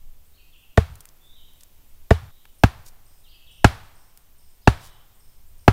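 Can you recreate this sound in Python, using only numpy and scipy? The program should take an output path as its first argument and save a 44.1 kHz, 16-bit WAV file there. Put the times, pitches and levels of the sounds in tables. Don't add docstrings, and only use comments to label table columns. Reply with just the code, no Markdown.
import sys
import numpy as np
from scipy import signal
from scipy.fft import rfft, irfft, next_fast_len
from scipy.io import wavfile
from scipy.ndimage import uniform_filter1d, map_coordinates

SR = 44100
rng = np.random.default_rng(int(sys.argv[2]) if len(sys.argv) > 2 else 0)


def put_to_file(sound):
    columns = np.atleast_2d(sound).T
    safe = np.clip(columns, -1, 1)
    whole_steps = np.round(safe * 32767)
    wavfile.write(sys.argv[1], SR, whole_steps.astype(np.int16))


N = 252252
T = np.arange(N) / SR

# frequency in Hz, relative level in dB.
RUMBLE_EQ = [(5, -1), (14, 6.5), (28, -12), (40, -17.5), (70, -15.5), (130, -29.5), (250, -43.5),
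             (550, -100)]
HISS_EQ = [(150, 4.5), (350, 1), (1000, -3), (1600, -7), (3100, -4.5), (4200, -7.5), (5500, -7.5),
           (7000, -7), (10000, -7.5), (12400, -4.5), (13000, 0), (14300, -1.5), (15600, -3.5), (16000, -22)]
CRACK_EQ = [(300, -10.5), (1000, 2.5), (2500, -1.5), (4300, -7.5), (7000, -10), (10000, -22),
            (15500, -30.5)]
GRIT_EQ = [(3000, -19.5), (8000, -5.5), (11500, -3), (14500, 4), (16000, 0.5)]
ECHO_EQ = [(40, 5), (100, 12.5), (180, -3.5), (350, -10.5), (550, -7.5), (750, -1.5), (1100, -2),
           (1600, -4), (2100, -7), (4000, -11), (7000, -20.5), (11000, -23.5), (16000, -31)]
BOOM_EQ = [(25, -20), (55, 1.5), (90, 3.5), (140, -6.5), (220, -27), (500, -53.5), (1500, -100)]
LEAF_EQ = [(500, -11.5), (3000, -13), (4300, -2), (8000, -4), (15000, -8)]

# offset in seconds, length in seconds, start and end pitch in Hz, level in dB.
PIP_NOTES = [(0.0036, 0.037, 6400, 9500, -67)]
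WARBLE_NOTES = [(0, .038, 3500, 4740, -4), (.033, 0.053, 3686, 2460, -1), (.185, .058, 3960, 2620, 1.5),
                (.257, .066, 3560, 2680, -6)]
CALL_NOTES = [(0, .23, 3302, 3866, 0.058), (.165, .075, 3615, 2908, .5)]
DOWNSLUR_NOTES = [(0, .057, 3950, 2400, 0)]
CHIP_NOTES = [(0, .014, 9400, 8216, -53.5), (.012, .008, 6320, 4897, -54)]
# start in seconds, pitch factor on the notes, gain in dB.
WARBLE_CUES = [(.333, .965, -54.5), (3.275, 1.03, -50.5), (4.61, 1.12, -55.5)]
CALL_CUES = [(1.181, 1.002, -56), (2.178, 1.01, -66)]
DOWNSLUR_CUES = [(3.233, 1.1, -54)]

# start in seconds, knock, crack and grit gains in dB,
# brightness in dB per octave, pitch factor of the post.
HITS = [(0.7741, -1.5, -23.5, -34, 0.3, 1.01), (2.1064, 0, -24, -44, -0.1, 1.005),
        (2.6357, -1.5, -19, -24.5, -1.2, 0.98), (3.6442, 1.5, -13, -50, 0.1, 0.98),
        (4.6742, 0.5, -19.5, -41, -0.66, 1.015), (5.6789, 5, -20, -28, -3.5, 0.98)]
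# frequency in Hz, level in dB, time to fade 60 dB (t60) in seconds.
FAR_POST_MODES = [(284, -6, 0.031), (435, -5.5, 0.052), (520.3, -7, .026), (666, -1.5, 0.031),
                  (794, -10.5, 0.019), (880, -11, .033), (1127, -14.5, 0.032), (1473, -14, .027),
                  (1800, -7, 0.019), (2010, -16.5, 0.011), (2325, -22, 0.028), (2864, -24.5, 0.028),
                  (3646, -20.5, 0.016)]
NEAR_POST_MODES = [(394, -0.76, 0.032), (491.4, -6.5, 0.027), (732, 2.6, 0.025), (753, -8, 0.024),
                   (832.7, 2.5, 0.024), (1043, -13, 0.024), (1140, -8.5, 0.035), (1330, -17.5, 0.069),
                   (1406, -8, 0.036), (1526, -7.5, 0.021), (1672, -2.5, 0.027), (1970, -19, 0.045),
                   (2224, -11.5, 0.018), (2644, -12.5, 0.029), (2745, -12, 0.027), (3370, -17, 0.018),
                   (4190, -22.5, 0.035), (4440, -20.5, 0.038)]
FAR_SOIL_MODES = [(62, -8.5, 0.1), (81, -6.5, 0.16), (105, 10.5, 0.039), (184, 9.5, 0.022)]
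NEAR_SOIL_MODES = [(67.4, -6, 0.12), (108.05, 8.5, 0.047), (153, 14.5, 0.019), (216, 16, 0.014)]
SEATING_S = [0.0022, .0001]
ECHO_SEND_DB = [-23.5, -19.5]
BOOM_GAIN_DB = [-39, -48]
# frequency in Hz, t60 in seconds.
FOREST_DECAY = [(60, 1.4), (300, 4.6), (1100, 3.9), (3000, 2), (7000, 2.7), (15000, 0.93)]

# start in seconds, relative level in dB, pitch in Hz, t60 in seconds.
TWIG_TICKS = [(0.955, -31, 7940, 0.02), (1.006, -27.5, 8000, 0.023), (1.0548, -25, 9300, 0.0097),
              (1.089, -36.5, 6200, .019), (1.5352, -38, 13600, .0075), (1.608, -35.5, 5700, 0.03),
              (1.6339, -30, 7760, 0.015), (2.454, -33, 1320, 0.016), (4.1744, -28.5, 9600, 0.012)]
# centre in seconds, level in dB, width in seconds.
LEAF_SCUFFS = [(2.876, -48, 0.013), (4.851, -50, 0.027)]

PIP_START_S, PIP_GAP_S = .24, .326
CHIP_START_S, CHIP_GAP_S, CHIP_HURRY_S = 2.583, .47, .014
CHIP_SAG, CHIP_SCATTER = .0033, .01
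GRIT_T60_S, GRIT_TAIL_DB, GRIT_TAIL_T60_S = .02, -19, .1
NEAR_POST_S = 2.312
TOP_HZ = 15900


def amp(db):
    return 10 ** (np.asarray(db) / 20)


def unit(x):
    return x / np.sqrt(np.mean(x ** 2) + 1e-20)


def along(points, hz):
    f, v = np.transpose(points)
    return np.interp(np.log(hz + 1), np.log(f + 1), v)


def filtered(x, response):
    m = next_fast_len(len(x) + 8192)
    return irfft(rfft(x, m) * response(np.fft.rfftfreq(m, 1 / SR)), m)[:len(x)]


def noise(spectrum, size):
    return unit(filtered(rng.standard_normal(size), lambda hz: amp(along(spectrum, hz))))


def wobble(rate):
    return map_coordinates(rng.standard_normal(int(N * rate / SR) + 4), [T * rate])


def add(track, s, sound):
    part = track[max(round(s * SR), 0):][:len(sound)]
    part += sound[:len(part)]


def background():
    rumble = amp(-47 + 2.8 * wobble(3.5)) * noise(RUMBLE_EQ, N)
    hiss = amp(-62 + .4 * wobble(1.2)) * noise(HISS_EQ, N)
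    whine = amp(-75) * np.sin(2 * np.pi * 15000 * T)
    return rumble + hiss + whine


def slur(length, start_hz, end_hz):
    u = np.linspace(0, 1, int(length * SR))
    hz = end_hz + (start_hz - end_hz) * (1 - u) ** 1.8
    quaver = map_coordinates(rng.standard_normal(size=64), [u * length * 300], mode='mirror')
    phase = 2 * np.pi * np.cumsum(hz * (1 + .025 * quaver)) / SR
    return np.sin(phase) * signal.windows.tukey(len(u), .5)


def sing(notes, cues):
    out = np.zeros(N)
    for s, pitch, db in cues:
        for after, length, start_hz, end_hz, note_db in notes:
            add(out, s + after, amp(db + note_db) * slur(length, pitch * start_hz, pitch * end_hz))
    return out


def canopy(x, t60, direct_db):
    t = np.arange(SR) / SR
    tail = rng.standard_normal(SR) * amp(-60 * t / t60) * (1 - np.exp(-t / .015))
    return amp(direct_db) * x + signal.fftconvolve(x, tail / np.linalg.norm(tail))[:N]


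def birds():
    song = sing(WARBLE_NOTES, WARBLE_CUES) + sing(CALL_NOTES, CALL_CUES)
    song += sing(DOWNSLUR_NOTES, DOWNSLUR_CUES)
    k = np.arange(8)
    chip_times = CHIP_START_S + k * CHIP_GAP_S - CHIP_HURRY_S * k * (k - 1) / 2
    chip_pitches = 1 - CHIP_SAG * (k - k.mean()) + CHIP_SCATTER * rng.standard_normal(len(k))
    chips = sing(CHIP_NOTES, [(s, pitch, 0) for s, pitch in zip(chip_times, chip_pitches)])
    pips = sing(PIP_NOTES, [(s, 1, 0) for s in np.arange(PIP_START_S, N / SR, PIP_GAP_S)])
    return (canopy(song, t60=.97, direct_db=-5.5)
            + canopy(chips, t60=.97, direct_db=-6.5)
            + canopy(pips, t60=.22, direct_db=-1.5))


def rock_bite(t, crack_db, grit_db):
    flicker = unit(uniform_filter1d(rng.standard_normal(len(t)), size=14))
    snaps = unit(amp(3.2 * flicker))
    crack_shape = (1 - np.exp(-t / .0005)) * (amp(5 - 60 * t / .03) + amp(-11.5 - 60 * t / .062))
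    grit_shape = amp(-60 * t / GRIT_T60_S) + amp(GRIT_TAIL_DB - 60 * t / GRIT_TAIL_T60_S)
    crack = amp(crack_db) * noise(CRACK_EQ, len(t)) * crack_shape
    grit = amp(grit_db) * noise(GRIT_EQ, len(t)) * grit_shape
    return snaps * (crack + grit)


def ring(modes, t, rise, scatter_db, detune, alternate):
    hz, db, t60 = np.transpose(modes)[:, :, None]
    luck = rng.standard_normal((len(modes), 2))
    age = np.maximum(t, 0)
    sign = (-1) ** (np.arange(len(modes)) * alternate)
    decays = amp(db + scatter_db * luck[:, :1] - 60 * age / t60)
    tones = np.sin(2 * np.pi * hz * (1 + detune * luck[:, 1:]) * age)
    return sign @ (decays * tones) * (1 - np.exp(-age / rise))


def trunks(t, near_s, spread):
    hz, when, spectra = signal.stft(noise(ECHO_EQ, len(t)), SR, nperseg=256)
    absorption = amp(-60 * when / along(FOREST_DECAY, hz)[:, None])
    tail = signal.istft(spectra * absorption, SR, nperseg=256)[1][:len(t)]
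    return tail * (1 - np.exp(-t / .0039)) * (1 + t / near_s) ** -spread


def post_knock(t, post, knock_db, bright_db, pitch):
    modes = (FAR_POST_MODES, NEAR_POST_MODES)[post]
    ring_time = pitch * (t - SEATING_S[post])
    knock = ring(modes, ring_time, rise=.00074, scatter_db=-.4, detune=.0075, alternate=True)
    echo = amp(ECHO_SEND_DB[post]) * trunks(t, near_s=.019, spread=1.35)
    tilted = filtered(knock + echo, lambda hz: amp(bright_db * np.log2(1 + np.minimum(hz, 4000) / 800)))
    return amp(knock_db) * tilted


def soil_thump(t, post):
    modes = (FAR_SOIL_MODES, NEAR_SOIL_MODES)[post]
    lag_s = .0054 + .45 * SEATING_S[post]
    thump = ring(modes, t - lag_s, rise=.0064, scatter_db=.2, detune=.003, alternate=False)
    thump = signal.sosfilt(signal.butter(2, 35, 'high', fs=SR, output='sos'), thump)
    swell = np.exp(-.5 * (np.log((t + 1 / SR) / .13) / .26) ** 2)
    return thump + amp(BOOM_GAIN_DB[post]) * noise(BOOM_EQ, len(t)) * swell


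def pounding():
    posts, t = np.zeros((2, N)), np.arange(SR) / SR
    for s, knock_db, crack_db, grit_db, bright_db, pitch in HITS:
        post = int(s > NEAR_POST_S)
        bite = rock_bite(t, crack_db, grit_db)
        wood = post_knock(t, post, knock_db, bright_db, pitch)
        add(posts[post], s, bite + wood + soil_thump(t, post))
    return posts[0] * (T < NEAR_POST_S) + posts[1]


def litter():
    ticks, t = np.zeros(N), np.arange(SR // 8) / SR
    for s, db, hz, t60 in TWIG_TICKS:
        colour = [(hz / 8, -16), (hz / 2, -7), (hz, 0), (hz * 2, -6), (hz * 4, -18)]
        add(ticks, s, amp(db - 10 - 60 * t / t60) * noise(colour, len(t)))
    scuffing = sum(amp(db) * np.exp(-.5 * ((T - s) / width) ** 2) for s, db, width in LEAF_SCUFFS)
    crackle = unit(noise(LEAF_EQ, N) * amp(2.5 * wobble(440)))
    return ticks + scuffing * crackle


def scene():
    return (pounding() + litter() + birds() + background())[None]


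def record(dry):
    hardness = 8
    clipped = dry[0] / (1 + np.abs(dry[0]) ** hardness) ** (1 / hardness)
    return filtered(clipped, lambda hz: 1 / np.sqrt(1 + (hz / TOP_HZ) ** 120))[None]


dry = scene()
out = record(dry)
put_to_file(out)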